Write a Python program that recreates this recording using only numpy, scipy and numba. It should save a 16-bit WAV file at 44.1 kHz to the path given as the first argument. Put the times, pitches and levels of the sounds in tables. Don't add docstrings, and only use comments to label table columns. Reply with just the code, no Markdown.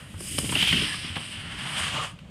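import sys
import numpy as np
from scipy import signal
from scipy.io import wavfile
from scipy.ndimage import uniform_filter1d
from numba import njit

SR = 44100
rng = np.random.default_rng(int(sys.argv[2]) if len(sys.argv) > 2 else 0)


def how_loud(loudness_db):
    steps = np.asarray(loudness_db, float) / 20
    return 10 ** steps


def store_pcm(level_fs):
    pcm = np.round(np.clip(level_fs, -1, 1) * 32767).astype(np.int16)
    wavfile.write(sys.argv[1], SR, np.atleast_2d(pcm).T)


N = 101429

# f/Hz, density/dB per Hz
AIR_SPECTRUM = [(18, -36), (30, 3), (113, 6.5), (404, -40), (538, -10), (953, -22), (1650, -20.5),
                (1780, -17.5), (15000, -52)]
# f/Hz, width/Hz, level/dB
FAN_HUM = [(90, 72, -50), (117.3, 8.7, -62), (160, 49, -50)]

# t/s, level/dB
DECK_DRUMMING = [(0, -49.5), (.13, -48), (.3, -41), (.5, -32.5), (.68, -38), (.8, -30.5), (.92, -43.5),
                 (1.15, -48), (1.35, -44.5), (1.65, -44), (1.97, -41), (2.08, -54), (2.14, -51),
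                 (2.19, -52), (2.25, -68), (2.3, -47)]
# f/Hz, width/Hz, level/dB
BOARD_MODES = [(72, 45, -4), (130, 64, -2), (184, 51, -6.5), (276, 99, -8)]
# t/s, peak/dB, f/Hz, ring T60/ms
BOARD_THUMPS = [(0.141, -28.5, 88.5, 120), (0.207, -30.5, 325, 44), (0.386, -15.5, 160, 29),
                (0.391, -35, 100, 98), (.43, -32, 61.5, 160), (0.433, -24.5, 202, 67),
                (0.443, -19.5, 270, 31), (0.494, -21.5, 252, 27), (0.526, -23, 140, 79),
                (0.558, -26, 253, 130), (.626, -23.5, 168, 64), (0.728, -21.5, 160, 130),
                (0.73, -28.5, 272, 190), (0.819, -25, 304, 100), (0.829, -24.5, 157, 105),
                (1.047, -23.5, 145, 23), (1.1, -29.5, 92.7, 160), (1.166, -26, 154, 80),
                (1.801, -33.5, 84, 88), (0.744, -26, 203, 71), (1.932, -47, 130, 170),
                (1.992, -48, 140, 120)]

# t/s, peak/dB, rasp re peak/dB, snap re peak/dB, length/ms
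JOINT_SLAPS = [(0.136, -39.5, -15, -25, 14), (0.203, -40, 4.5, 6, 8), (0.381, -24.5, 6, 0, 6.8),
               (.386, -24.5, -2, 7, 6.5), (0.443, -37.5, 8, -20, 21), (0.491, -30, 6, -20, 12.5),
               (0.52, -25.5, 1.5, -21, 16), (0.551, -25, 5, -31, 8.2), (0.561, -26, -21, -25, 7.5),
               (0.621, -25, 5, -6, 18), (0.641, -34, 11, -4, 8.9), (0.673, -29.5, -4, 0, 9.7),
               (0.723, -27, 12.5, -9, 17), (0.729, -31, 3, -14, 4.6), (0.766, -42, 15, 4, 5.6),
               (0.941, -37, -8, -18, 3.5), (1.045, -37, 1, -20, 8), (1.157, -29.5, 8.5, -14, 6.6),
               (1.163, -26.5, -1.5, -14, 17), (1.538, -33, -3, -22, 15), (1.65, -31, -2, -24, 25),
               (2.188, -51, 12, -4, 5.8)]
# f/Hz, width/Hz, level/dB
CRACK_MODES = [(547, 550, 3), (806, 840, 1.5), (1120, 880, 9), (1510, 680, -8)]
# f/Hz, width/Hz, level/dB
SNAP_MODES = [(5230, 760, 3), (9500, 3300, 7.5), (12600, 3200, -24)]

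# t/s,
# peak/dB, f/Hz, half length/ms
SNAGS_AND_RINGS = [(.388, -26, 540, 3.7), (.527, -32, 895, 3), (.558, -30, 760, 2.8), (.63, -33.5, 900, 3.4),
                   (.73, -27.5, 1010, 3), (1.157, -32, 1890, 1.9), (.556, -17, 2830, 3.8),
                   (0.574, -20.5, 3140, 3.4), (0.595, -23, 2800, 4), (0.613, -21, 3000, 4),
                   (.628, -15, 3080, 3.1), (0.642, -23, 3000, 4), (.655, -39, 3160, 4), (0.665, -27, 3000, 3),
                   (.676, -17.5, 3090, 4), (0.692, -18, 3130, 2.1), (.711, -20, 3000, 4),
                   (.729, -18.5, 2010, 2.1), (.736, -21, 3000, 2.1), (.748, -23, 3000, 2.8),
                   (0.77, -21, 2800, 7.2), (0.786, -29, 2900, 3.7), (0.799, -27.5, 2720, 6.6),
                   (0.818, -31, 3050, 4), (0.843, -26, 3000, 7.7), (0.869, -30, 3000, 3.6),
                   (0.882, -31, 3100, 3.5), (.872, -33, 2040, 7), (.892, -35, 2200, 5), (.946, -34, 1180, 4),
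                   (.942, -31, 3000, 4), (1.161, -43, 2780, 2.5), (1.17, -41, 3200, 3.4),
                   (1.781, -34, 3370, 6.6), (1.815, -31, 3000, 7.5), (1.835, -35.5, 1200, 15),
                   (1.869, -34, 1150, 8.8), (1.946, -33, 3270, 4.3), (1.956, -34, 1390, 8),
                   (1.975, -27, 2830, 5), (2.005, -28.5, 1218, 13), (2.026, -32, 1100, 7),
                   (1.94, -38, 710, 5.1), (1.965, -32, 915, 8.7), (1.985, -32, 604, 5), (2.11, -52, 1190, 7.3),
                   (2.19, -41, 2900, 1.1), (2.192, -52, 1500, 3.5)]

# t/s, rasp level/dB, sizzle re rasp/dB, pressing load re rasp/dB
SLIDE_LEVELS = [(0, -54, -6.5, 2), (.17, -52, -4.5, -9), (.21, -47, 7, -7.5), (.35, -40, 3, -16.5),
                (.52, -38.5, 2, -14), (.565, -29, -11.5, -13.5), (.66, -25.5, -13.5, -19),
                (.82, -27.5, -11, -10.5), (.9, -33.5, -6, -8.5), (1.0, -36.5, -7.5, -11.5),
                (1.1, -40, -11.5, -5), (1.3, -38, -6.5, -10.5), (1.46, -42.5, -12.5, -1),
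                (1.8, -32.5, -6.5, -4.5), (1.97, -31, -16, -10), (2.05, -35.5, -11, -3.5),
                (2.11, -54, -4.5, -6), (2.17, -60, -14, -10)]
# f/Hz, width/Hz, level/dB
RASP_MODES = [(2981, 612, 4), (2263, 790, -2), (3210, 2000, -8), (4685, 760, -11.5)]
# f/Hz, width/Hz, level/dB
SIZZLE_MODES = [(8356, 1020, 3.5), (9150, 1320, 3), (5000, 700, -2.5), (10250, 2200, -5)]
# f/Hz, width/Hz, level/dB
SPRAY_MODES = [(10360, 3400, 2.5), (13800, 4600, -9), (6900, 1700, 0.5)]
# f/Hz, width/Hz, level/dB
LOAD_MODES = [(1214, 770, 1.5), (1754, 670, 2.5), (635, 220, -10), (4000, 460, -20)]
# f/Hz, width/Hz, level/dB
EDGE_MODES = [(5000, 720, -1), (3960, 700, -4.5)]
# f/Hz, width/Hz, level/dB
LIP_MODES = [(1150, 330, 1.5), (560, 280, -5), (790, 370, -5), (140, 26, 0.5)]
# f/Hz, width/Hz, level/dB
FACE_MODES = [(6960, 2800, 5), (13900, 3500, -23)]
# f/Hz, width/Hz, level/dB
CORE_MODES = [(3000, 1000, 0), (2550, 570, -3.5), (3480, 450, -8)]

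AIR_DB = -45.5
ECHO_T60_S, ECHO_DB = 0.26, -11
KNOCKS_PER_S, KNOCK_SPREAD_DB = 260, 2.5
SQUEAK_S, SQUEAK_HALF_S, SQUEAK_DB = 0.922, 0.02, -35.5
SQUEAK_HZ, SQUEAK_SAG_HZ_PER_S = 1720, 1200
FLICKS_PER_S, FLICK_SPREAD_DB = 9000, 2.5
SURGE_DB, FLUTTER_DB = 0.84, 1
PASS_S, PASS_FADE_S = 0.81, 0.12
SPRAY_NEAR_DB, SPRAY_FAR_DB = -7, -28.5
EDGE_DB, EDGE_S, EDGE_HALF_S = -8, 0.96, 0.19
CORE_DB, CORE_S, CORE_HALF_S = -3, 0.66, 0.12
KICKER_S = 1.957
LIP_DB, LIP_RISE_S = -3, 0.098
FACE_DB, FACE_RISE_S = -12.5, 0.37
TOP_HZ = 15250


def level(x, db):
    return x * how_loud(db) / np.sqrt(np.mean(x ** 2))


def curve(table, column):
    rows = np.array(table, float)
    return np.interp(np.arange(N) / SR, rows[:, 0], rows[:, column])


@njit
def svf(x, hz, width):
    y, band, low = np.empty(len(x)), 0., 0.
    g, k = np.tan(np.pi * hz / SR), width / hz
    for i in range(len(x)):
        v = (band + g * (x[i] - low)) / (1 + g * (g + k))
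        band, low, y[i] = 2 * v - band, low + 2 * g * v, k * v
    return y


def steep(x, hz, width):
    once = svf(x, 1. * hz, 1.37 * width)
    return svf(once, 1. * hz, 1.37 * width)


def walk(rate_hz):
    k = SR / rate_hz
    knots = rng.standard_normal(N // 100)
    line = np.interp(np.arange(N) / k, np.arange(len(knots)), knots)
    w = uniform_filter1d(line, int(k))
    return (w - w.mean()) / w.std()


def noise():
    return rng.standard_normal(N)


def flicks(rate_per_s, spread_db):
    hit, sign, size = rng.random((3, N))
    height = how_loud(-spread_db * np.log(size + .01))
    return (hit < rate_per_s / SR) * np.sign(sign - .5) * height + 1e-18


def bristles():
    return flicks(FLICKS_PER_S, FLICK_SPREAD_DB)


def knocks():
    return flicks(KNOCKS_PER_S, KNOCK_SPREAD_DB)


def body(modes, source, flutter_db):
    out = 0
    for hz, width, db in modes:
        ring = level(steep(source(), hz, width), 0)
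        out = out + how_loud(db + flutter_db * walk(29.87)) * ring
    return level(out, 0)


def air():
    out, rows = 0, np.array(AIR_SPECTRUM, float)
    for hz in 35 * 2 ** np.arange(0, 8.8, .5):
        density_db = np.interp(np.log(hz), np.log(rows[:, 0]), rows[:, 1])
        band_db = density_db + 10 * np.log10(hz) + 2 * walk(11.96)
        out = out + how_loud(band_db) * level(steep(noise(), hz, hz / 3), 0)
    return level(out, AIR_DB - 3.5)


def fans():
    out = 0
    for hz, width, db in FAN_HUM:
        out = out + level(steep(noise(), hz, width), db) * how_loud(2.1 * walk(5.27))
    return out


def deck():
    return how_loud(curve(DECK_DRUMMING, 1)) * body(BOARD_MODES, knocks, 1.9)


def thumps():
    out = np.zeros(N)
    for s, db, hz, t60_ms in BOARD_THUMPS:
        age = np.clip(np.arange(N) / SR - s, 0, None)
        phase = 2 * np.pi * hz * (age + 0.0014 * (1 - np.exp(-age / 0.0026)))
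        env = how_loud(db - 60000 * age / t60_ms) * (1 - np.exp(-age / 0.0012))
        out = out + env * (np.sin(phase) + 0.43 * np.sin(1.43 * phase))
    return out


def slaps():
    t, out = np.arange(N) / SR, np.zeros(N)
    crack = body(CRACK_MODES, noise, 0)
    rasp = body(RASP_MODES, noise, 0)
    snap = body(SNAP_MODES, noise, 0)
    for s, db, rasp_db, snap_db, ms in JOINT_SLAPS:
        age = np.clip((t - s) * 1000 / ms, 0, 30)
        env = (1 - np.exp(-age / 0.23)) * np.exp(-age ** 2 / 0.98)
        out = out + env * how_loud(db - 5) * (crack + how_loud(rasp_db) * rasp + how_loud(snap_db) * snap)
    return out


def snags():
    t, blur, out = np.arange(N) / SR, walk(500), np.zeros(N)
    for s, db, hz, half_ms in SNAGS_AND_RINGS:
        env = how_loud(db) * np.exp(-((t - s) * 1000 / half_ms) ** 2)
        out = out + env * np.sin(2 * np.pi * hz * (t - s) + blur)
    return out


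def squeak():
    out = 0
    for lead_s, ratio, db in ((0, 1, 0), (.004, 1.17, -6)):
        t = np.arange(N) / SR - SQUEAK_S + lead_s
        phase = 2 * np.pi * ratio * (SQUEAK_HZ * t - SQUEAK_SAG_HZ_PER_S * t ** 2 / 2)
        env = how_loud(SQUEAK_DB + db) * np.exp(-(t / SQUEAK_HALF_S) ** 2)
        out = out + env * (1 + .6 * walk(150)) * np.sin(phase + 1.2 * walk(170))
    return out


def swell(db, centre_s, half_s):
    t = np.arange(N) / SR
    return how_loud(db) * np.exp(-((t - centre_s) / half_s) ** 2)


def approach(db, rise_s):
    t = np.arange(N) / SR
    return how_loud(db) * np.exp(np.minimum(t - KICKER_S, 0) / rise_s)


def skis():
    t = np.arange(N) / SR
    rasp_db = curve(SLIDE_LEVELS, 1) + SURGE_DB * walk(13.87) + FLUTTER_DB * walk(69.48)
    sizzle_db = curve(SLIDE_LEVELS, 2)
    load_db = curve(SLIDE_LEVELS, 3) + 0.55 * walk(10.5)

    past = .5 + .5 * np.tanh((t - PASS_S) / PASS_FADE_S)
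    spray_db = SPRAY_NEAR_DB * (1 - past) + SPRAY_FAR_DB * past
    spray = how_loud(spray_db) * body(SPRAY_MODES, bristles, 0.43)

    rasp = body(RASP_MODES, bristles, 0.26)
    tips = how_loud(sizzle_db) * (body(SIZZLE_MODES, bristles, 0.94) + spray)
    load = how_loud(load_db) * body(LOAD_MODES, bristles, 1)
    edge = swell(EDGE_DB, EDGE_S, EDGE_HALF_S) * body(EDGE_MODES, bristles, 0.49)
    core = swell(CORE_DB, CORE_S, CORE_HALF_S) * body(CORE_MODES, bristles, 0.44)
    lip = approach(LIP_DB, LIP_RISE_S) * body(LIP_MODES, bristles, 0.49)
    face = approach(FACE_DB, FACE_RISE_S) * body(FACE_MODES, bristles, 1)
    return how_loud(rasp_db) * (rasp + tips + how_loud(-12.5) * spray + load + edge + core + lip + face)


def echo(near):
    t = np.arange(SR // 2) / SR
    tail = rng.standard_normal(len(t)) * how_loud(-60 * t / ECHO_T60_S) * (t > .012)
    tail = signal.lfilter([.5], [1, -.5], tail / np.sqrt(np.sum(tail ** 2)))
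    return how_loud(ECHO_DB) * signal.fftconvolve(near, tail)[:N]


def scene():
    floor = air() + fans()
    near = deck() + thumps() + slaps() + snags() + squeak() + skis()
    return (floor + near + echo(near))[None]


def roll_off(x):
    return signal.sosfilt(signal.butter(12, 15450, fs=SR, output="sos"), x)


def record(dry):
    bass_cut = signal.butter(2, 45, "high", fs=SR, output="sos")
    top_cut = signal.ellip(8, .3, 60, TOP_HZ, fs=SR, output="sos")
    mix = signal.sosfilt(top_cut, signal.sosfilt(bass_cut, dry))
    return roll_off(mix)


dry = scene()
out = record(dry)
store_pcm(out)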